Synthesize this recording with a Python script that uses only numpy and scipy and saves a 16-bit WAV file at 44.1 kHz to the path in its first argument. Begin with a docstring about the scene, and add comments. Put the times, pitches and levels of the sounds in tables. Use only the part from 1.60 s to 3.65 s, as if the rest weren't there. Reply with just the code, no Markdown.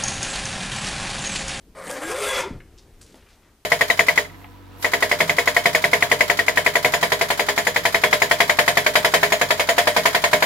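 """In a small workshop, a metal hand plane takes one long stroke along a board edge.
The shaving breaks at a rate that follows the push, heard as a wavering buzz of two sine tones.
Random clicks stand for tearing fibres: they ring board and iron and make the curl hiss; rough bands groan.
Short noise bursts are snaps and ticks; dying sines are dull bumps as the plane lifts, and one later low knock.
Bursts of grains are fingers pulling the rustling shaving out; room echo, rumble and air lie around it."""
import sys
import numpy as np
from scipy import signal
from scipy.io import wavfile

SR = 44100
rng = np.random.default_rng(int(sys.argv[2]) if len(sys.argv) > 2 else 0)


def wav_record(signal):
    """Record a signal, one row per channel, as 16-bit PCM in the file named by sys.argv[1]."""
    frames = np.transpose(np.atleast_2d(signal))
    bounded = np.clip(frames, -1, 1)
    # unit amplitude maps onto the largest positive 16-bit level
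    quanta = np.round(bounded * 32767).astype(np.int16)
    wavfile.write(sys.argv[1], SR, quanta)


N = 90404   # length of the scene in samples


def from_db(db):
    """Turn a level in dB into a gain."""
    return 10 ** (np.asarray(db) / 20)


def rms_one(x):
    """Scale a sound to an average strength (rms) of 1."""
    return x / np.sqrt(np.mean(x ** 2) + 1e-20)


def seconds():
    """The time of every sample in seconds."""
    return np.arange(N) / SR


def in_time(rows):
    """Join the rows of a table: one line of straight pieces per column; the first column is the time."""
    times, *columns = np.transpose(rows)
    return [np.interp(seconds(), times, column) for column in columns]


def drift(rate_hz):
    """Random wandering around 0 with rms 1; a higher rate wanders faster."""
    step = 40   # computed only at every 40th sample, then joined by lines
    r = np.exp(-2 * np.pi * rate_hz * step / SR)
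    noise = rng.standard_normal(N // step + 2002)
    slow = signal.lfilter([1], [1, -2 * r, r * r], noise)[2000:]   # skip the start-up of the filter
    return np.interp(np.arange(N) / step, np.arange(len(slow)), rms_one(slow))


def band(x, low_hz, high_hz):
    """Keep mainly the sound between two frequencies."""
    edges = [low_hz, min(high_hz, SR * .45)]
    return signal.sosfilt(signal.butter(2, edges, "band", fs=SR, output="sos"), x)


def ring(x, hz, width_hz):
    """One resonance: a click of height 1 rings with height 1, and dies faster if the width is larger."""
    r, w = np.exp(-np.pi * width_hz / SR), 2 * np.pi * hz / SR
    return signal.lfilter([0, np.sin(w)], [1, -2 * r * np.cos(w), r * r], x + 1e-18)


def rings(x, peaks, patchy_db, rate_hz):
    """Several resonances whose strengths shift as the plane travels; rms 1."""
    total = 0
    for hz, width_hz, db in peaks:
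        strength = from_db(db + patchy_db * drift(rate_hz))
        # the root makes wide and narrow resonances equally strong
        total = total + strength * np.sqrt(width_hz) * ring(x, hz, width_hz)
    return rms_one(total)


def grains(per_s, spread_db):
    """Random clicks of uneven size, pushing up or down."""
    happens = rng.random(N) < per_s / SR
    size = from_db(spread_db * np.minimum(rng.exponential(1, N), 5))
    return happens * size * rng.choice([-1, 1], N)


def coloured(pair, spectrum, patchy_db, rate_hz):
    """Third-octave bands, each with its own level and flicker, taken in turn from two sounds; rms 1."""
    hz, db = np.transpose(spectrum)
    edges = hz[0] * 2 ** np.arange(0, np.log2(hz[-1] / hz[0]) + 1 / 3, 1 / 3)
    total = 0
    for k, (low, high) in enumerate(zip(edges, edges[1:])):
        band_db = np.interp(np.log(low * high) / 2, np.log(hz), db)
        flicker = from_db(band_db + patchy_db * drift(rate_hz))
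        total = total + flicker * band(pair[k % 2], low, high)
    return rms_one(total)


# Tone colour of the shop air. Each row: frequency in Hz, relative strength in dB per Hz.
AIR_COLOUR = [(250, -31), (400, -8.5), (700, -10.5), (2300, -17), (4000, -20.5), (10000, -25), (15500, -32)]
# Loudness of the shop air. Each row: time in seconds, level in dB.
AIR_LEVEL = [(0, -66.5), (1.7, -61), (2.05, -67.5)]


def shop_air():
    """Steady noise of the shop, with bands that flicker a little."""
    noise = rng.standard_normal((2, N))
    return from_db(in_time(AIR_LEVEL)[0]) * coloured(noise, AIR_COLOUR, 1.0, 6.2)


# Bench and body move. Each row: time in seconds, deep level in dB, low level in dB before its wobble.
RUMBLE = [(0.0, -56, -62.5), (0.21, -52, -54), (0.28, -81, -44), (0.5, -47, -59), (0.58, -84, -61),
          (0.69, -48, -69), (0.87, -51.5, -48), (0.93, -36.5, -41.5), (1.04, -50, -56.5),
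          (1.3, -49.5, -59.5), (1.58, -56, -56), (1.7, -56.5, -65), (1.87, -61, -59.5), (2.05, -61.5, -70)]


def rumble():
    """Bench and body move: deep noise, and low noise whose level wobbles."""
    deep_db, low_db = in_time(RUMBLE)
    # filtering twice makes the edges of each band steeper
    deep = band(band(rng.standard_normal(N), 16, 96), 16, 96)
    low = band(band(rng.standard_normal(N), 112, 475), 112, 475)
    return from_db(deep_db) * rms_one(deep) + from_db(low_db + 1.23 * drift(7.6)) * rms_one(low)


ROOM_T60_S, ROOM_DB, WALL_CUT_HZ = .3, -13, 7000   # time to die by 60 dB, echo gain, duller above this


def room_echo(x):
    """Room tail: the sound is smeared by dying noise, made duller by the walls."""
    t = np.arange(SR // 2) / SR
    tail = rng.standard_normal(len(t)) * from_db(-60 * t / ROOM_T60_S)
    tail = tail * (t > .006)   # the echo starts 6 ms late
    tail = signal.lfilter(*signal.butter(1, WALL_CUT_HZ, fs=SR), tail)
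    tail = tail / np.sqrt(np.sum(tail ** 2))
    return from_db(ROOM_DB) * signal.fftconvolve(x, tail)[:N]


# Fingers crush the shaving. Each row: start in seconds, basic level in dB, centre in Hz,
# length in seconds, spread in octaves to each side.
RUSTLES = [(1.002, -52, 1910, 0.013, 0.32), (1.177, -57.5, 4500, 0.026, 0.55),
           (1.184, -63, 880, 0.012, 1.2), (1.413, -54, 6500, 0.026, 0.54), (1.41, -58, 2510, 0.02, 1),
           (1.461, -59.5, 4050, 0.079, 0.95), (1.542, -55, 453, 0.025, 1), (1.554, -56, 3760, 0.016, 1.5),
           (1.575, -61.5, 2180, 0.055, 0.6), (1.661, -60, 1780, 0.04, 0.56),
           (1.688, -61, 3740, 0.049, 0.74), (1.82, -62.5, 1130, 0.055, 0.97)]
RUSTLE_GRAINS_PER_S, RUSTLE_TOP_HZ = 7000, 10900
RUSTLE_HOLD, RUSTLE_FADE = .7, .81   # holding time and fading time, as shares of the length
RUSTLE_BITE, RUSTLE_BITE_S = .6, .006   # extra strength of the first touch, and how fast it goes


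def rustles():
    """Each crush of the shaving is a burst of grains that holds, then fades."""
    out, t = np.zeros(N), seconds()
    for start, db, hz, length, octaves in RUSTLES:
        attack = np.clip((t - start) / .001, 0, 1)
        fading_for = np.maximum(t - start - RUSTLE_HOLD * length, 0)
        shape = attack * np.exp(-fading_for / (RUSTLE_FADE * length))
        shape = shape * (1 + RUSTLE_BITE * np.exp(-np.abs(t - start) / RUSTLE_BITE_S))
        clicks = grains(RUSTLE_GRAINS_PER_S, 3.1)
        crush = band(clicks, hz / 2 ** octaves, min(hz * 2 ** octaves, RUSTLE_TOP_HZ))
        out += from_db(db + 1.6 * drift(60)) * shape * rms_one(crush)
    return out


def place_hits(rows, t60_s, make_body):
    """Put a short sound, dying by 60 dB in the given time, at the start of each row."""
    out, t = np.zeros(N + SR), np.arange(int(t60_s * SR)) / SR
    for start, db, hz in rows:
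        first = int(start * SR)
        out[first:first + len(t)] += from_db(db - 60 * t / t60_s) * make_body(hz, t)
    return out[:N]


# Dull bumps as the plane lifts, and one later low knock in the rustling.
# Each row: start in seconds, starting height in dB, pitch in Hz.
BUMPS = [(.906, -29, 260), (.909, -27, 185), (.922, -31, 55), (.949, -30, 140), (.972, -33, 100),
         (1.543, -46, 340)]


def bumps():
    """Dull bumps as the plane lifts, and one later low knock: each is a dying sine tone."""
    return place_hits(BUMPS, .06, lambda hz, t: np.sin(2 * np.pi * hz * t))


# Snaps in the cut and ticks in the rustling. Each row: start in seconds, relative strength in dB, pitch in Hz.
SNAPS = [(.150, -40, 1000), (.269, -27, 5200), (.303, -25, 8000), (.312, -19, 7500), (.433, -30, 7500),
         (.502, -27, 9000), (.753, -25, 6300), (.769, -22, 5000), (.804, -22, 4500), (1.413, -44, 6000),
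         (1.543, -42, 1500), (1.544, -42, 2800), (1.543, -50, 9000)]


def snap_burst(hz, t):
    """Noise around one pitch, with rms one half before it is cut to length."""
    noise = band(rng.standard_normal(4410), hz / 1.7, hz * 1.4)
    return rms_one(noise)[:len(t)] / 2


def snaps():
    """Snaps and ticks: very short dying bursts of noise, in the cut and later in the rustling."""
    return place_hits(SNAPS, .012, snap_burst)


# Board and iron groan for a moment as the plane passes. Each row: start in seconds, length in seconds,
# first pitch in Hz, last pitch in Hz, basic level in dB.
GROANS = [(0.183, 0.031, 1205, 1210, -43.5), (0.296, 0.067, 570, 570, -37), (0.297, 0.063, 1663, 1630, -43),
          (0.353, 0.098, 752.5, 800, -39), (0.413, 0.062, 7360, 7500, -46),
          (0.42, 0.127, 1617, 1640, -36.5), (0.486, 0.13, 415, 615, -31.5),
          (0.501, 0.0465, 1132, 970, -40.5), (0.592, 0.038, 565.5, 470, -34),
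          (0.597, 0.09, 1342, 1380, -36.5), (0.626, 0.0605, 598.4, 515, -29),
          (0.623, 0.058, 3740, 3500, -36.5), (0.657, 0.1, 1608, 1650, -34.5),
          (0.65, 0.149, 2068, 1980, -34.5), (0.662, 0.15, 3417, 3350, -35), (0.665, 0.059, 650, 585, -33.5),
          (0.685, 0.046, 1046, 1040, -32), (0.694, 0.1406, 536.3, 520, -30.5),
          (0.765, 0.091, 1045, 890, -34.5)]
GROAN_WIDTH, GROAN_WIDEST_HZ = .045, 45   # roughness rate as a share of the pitch, and its limit
GROAN_EDGE = .18   # share of the length spent swelling, and again fading
GROAN_STEADY = .6   # steady share under the rough band


def groans():
    """Each groan is a narrow, rough band gliding between two pitches."""
    out, t = np.zeros(N), seconds()
    for start, length, from_hz, to_hz, db in GROANS:
        progress = np.clip((t - start) / length, 0, 1)
        phase = 2 * np.pi * np.cumsum(from_hz + (to_hz - from_hz) * progress) / SR
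        swell = np.clip(np.minimum(progress, 1 - progress) / GROAN_EDGE, 0, 1)
        width_hz = min(GROAN_WIDTH * from_hz, GROAN_WIDEST_HZ)
        rough = (GROAN_STEADY + drift(width_hz)) * np.sin(phase) + drift(width_hz) * np.cos(phase)
        out += from_db(db) * swell * rough
    return out


# The cut. Each row: time in seconds, board level in dB, iron level in dB,
# level in dB of the hissing curl before its flutter.
CUT = [(0.153, -42.5, -77, -60), (0.181, -41, -75, -54.5), (0.239, -39, -74, -47.5),
       (0.309, -33.5, -42.5, -39), (0.325, -44, -67, -41), (0.367, -31.5, -64, -38.5),
       (0.401, -40.5, -59, -45), (0.435, -31, -42, -38), (0.449, -38.5, -43, -40.5),
       (0.519, -31, -33.5, -34.5), (0.539, -34, -40.5, -42), (0.675, -31, -31, -31),
       (0.695, -34.5, -31.5, -32.5), (0.74, -30.5, -32.5, -35.5), (0.8, -26.5, -26.5, -30.5),
       (0.923, -53.5, -66, -95), (1.0, -57, -114.5, -66)]
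# Resonances of the board. Each row: pitch in Hz, width in Hz, relative strength in dB.
BOARD_RINGS = [(520, 240, -3), (1050, 250, -4), (1640, 220, -4), (2050, 250, -5)]
# Resonances of the iron. Each row: pitch in Hz, width in Hz, relative strength in dB.
IRON_RINGS = [(2600, 500, -2), (3400, 400, 0), (5000, 900, -1)]
# Broad noise of the board. Each row: frequency in Hz, relative strength in dB per Hz.
BOARD_WASH = [(150, -46), (250, -30.5), (532, 1.5), (690, -4.5), (1630, -4), (2380, -18), (3440, -44),
              (4200, -17), (5460, -38), (9240, -120)]
# Hiss of the curl. Each row: frequency in Hz, relative strength in dB per Hz.
CURL_COLOUR = [(1530, -25), (2600, 13.5), (3090, -2.5), (3450, -17), (4070, 1.5), (4980, 2), (8980, 9.5),
               (11200, 0.5), (15500, -11)]
BOARD_WASH_DB = 8   # broad noise against the rings of the board
TEARS_PER_S, TEAR_SPREAD_DB = 5000, 3.0
BITE_S = .149   # the iron meets the wood


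def cut():
    """Dense tears of fibre drive the board, the iron and the curl."""
    board_db, iron_db, curl_db = in_time(CUT)
    tears = [grains(TEARS_PER_S, TEAR_SPREAD_DB) for _ in range(2)]
    wash = from_db(BOARD_WASH_DB) * coloured(tears, BOARD_WASH, 2.0, 18)
    board = rms_one(rings(tears[0], BOARD_RINGS, 2.5, 10) + wash)
    iron = rings(tears[1], IRON_RINGS, 2.0, 9)
    curl = coloured(tears, CURL_COLOUR, 2.5, 12) * from_db(1.1 * drift(40))
    t = seconds()
    on = np.clip((t - BITE_S) / .004, 0, 1) * np.clip((CUT[-1][0] - t) / .019, 0, 1)
    return on * (from_db(board_db) * board + from_db(iron_db) * iron + from_db(curl_db) * curl)


# The stroke. Each row: time in seconds, average shaving breaks per second, basic buzz level in dB.
BUZZ = [(.15, 122, -59.5), (.22, 175, -54.5), (.3, 280, -51), (.4, 280, -44.5), (.45, 334, -36),
        (.52, 351, -37), (.57, 417, -38.5), (.63, 430, -30.5), (.69, 405, -44.5), (.83, 380, -38),
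        (.9, 370, -35.5)]
# Strength in dB of the tone at one and at two times the breaking rate, before flutter.
OVERTONES_DB = [-2, -22.5]
BUZZ_WANDER, BUZZ_FLUTTER_DB = .04, 4.5   # unevenness of the rate (as a share) and of the level
BUZZ_UNREST_HZ = 70   # how fast the rate wanders; the level flutters half as fast


def buzz():
    """The shaving breaks nearly regularly: a wavering tone whose pitch follows the push."""
    rate, db = in_time(BUZZ)
    wavering_rate = rate * (1 + BUZZ_WANDER * drift(BUZZ_UNREST_HZ))
    phase = 2 * np.pi * np.cumsum(wavering_rate) / SR
    tone = 0
    for multiple, tone_db in enumerate(OVERTONES_DB, start=1):
        flutter = from_db(tone_db + BUZZ_FLUTTER_DB * drift(BUZZ_UNREST_HZ / 2))
        tone = tone + flutter * np.sin(multiple * phase)
    t = seconds()
    on = np.clip((t - BUZZ[0][0]) / .011, 0, 1) * np.clip((BUZZ[-1][0] - t) / .022, 0, 1)
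    return np.sqrt(2) * from_db(db) * on * tone   # the root gives a plain sine an rms of 1


def scene():
    """All sources reach one spot; only the near ones get an echo."""
    near = rustles() + bumps() + snaps() + groans() + cut() + buzz()
    mono = shop_air() + rumble() + room_echo(near) + near
    return np.array([mono, mono])


OVERLOAD = .25   # peaks are rounded towards this height
BALANCE_DB, TREBLE_BALANCE_DB = 1.63, .4   # left a little louder; the treble sits nearer the middle
TREBLE_HZ, CUTOFF_HZ = 3500, 15900   # the treble starts at the first; the top is cut from the second on
TREBLE_SHIFT_S = 3.3e-6   # small treble shift between left and right, for a little width
CAPSULE_HISS_DB = -66   # gain of the random noise that makes each capsule's hiss


def record(dry):
    """Two close capsules: rounded peaks, left a little louder, treble nearer the middle, hiss, cut top."""
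    dry = OVERLOAD * np.tanh(dry / OVERLOAD)
    low = signal.sosfiltfilt(signal.butter(3, TREBLE_HZ, fs=SR, output="sos"), dry)
    treble = dry - low
    sides = np.array([[.5], [-.5]])   # left, right
    # adding a little of the slope shifts a sound slightly in time
    treble = treble + sides * TREBLE_SHIFT_S * SR * np.gradient(treble, axis=1)
    out = low * from_db(BALANCE_DB * sides) + treble * from_db(TREBLE_BALANCE_DB * sides)
    hiss = signal.lfilter([1], [1, -.3], rng.standard_normal((2, N)))
    out = out + from_db(CAPSULE_HISS_DB) * hiss
    return signal.sosfilt(signal.cheby2(18, 70, CUTOFF_HZ, fs=SR, output="sos"), out)


dry = scene()
out = record(dry)
wav_record(out)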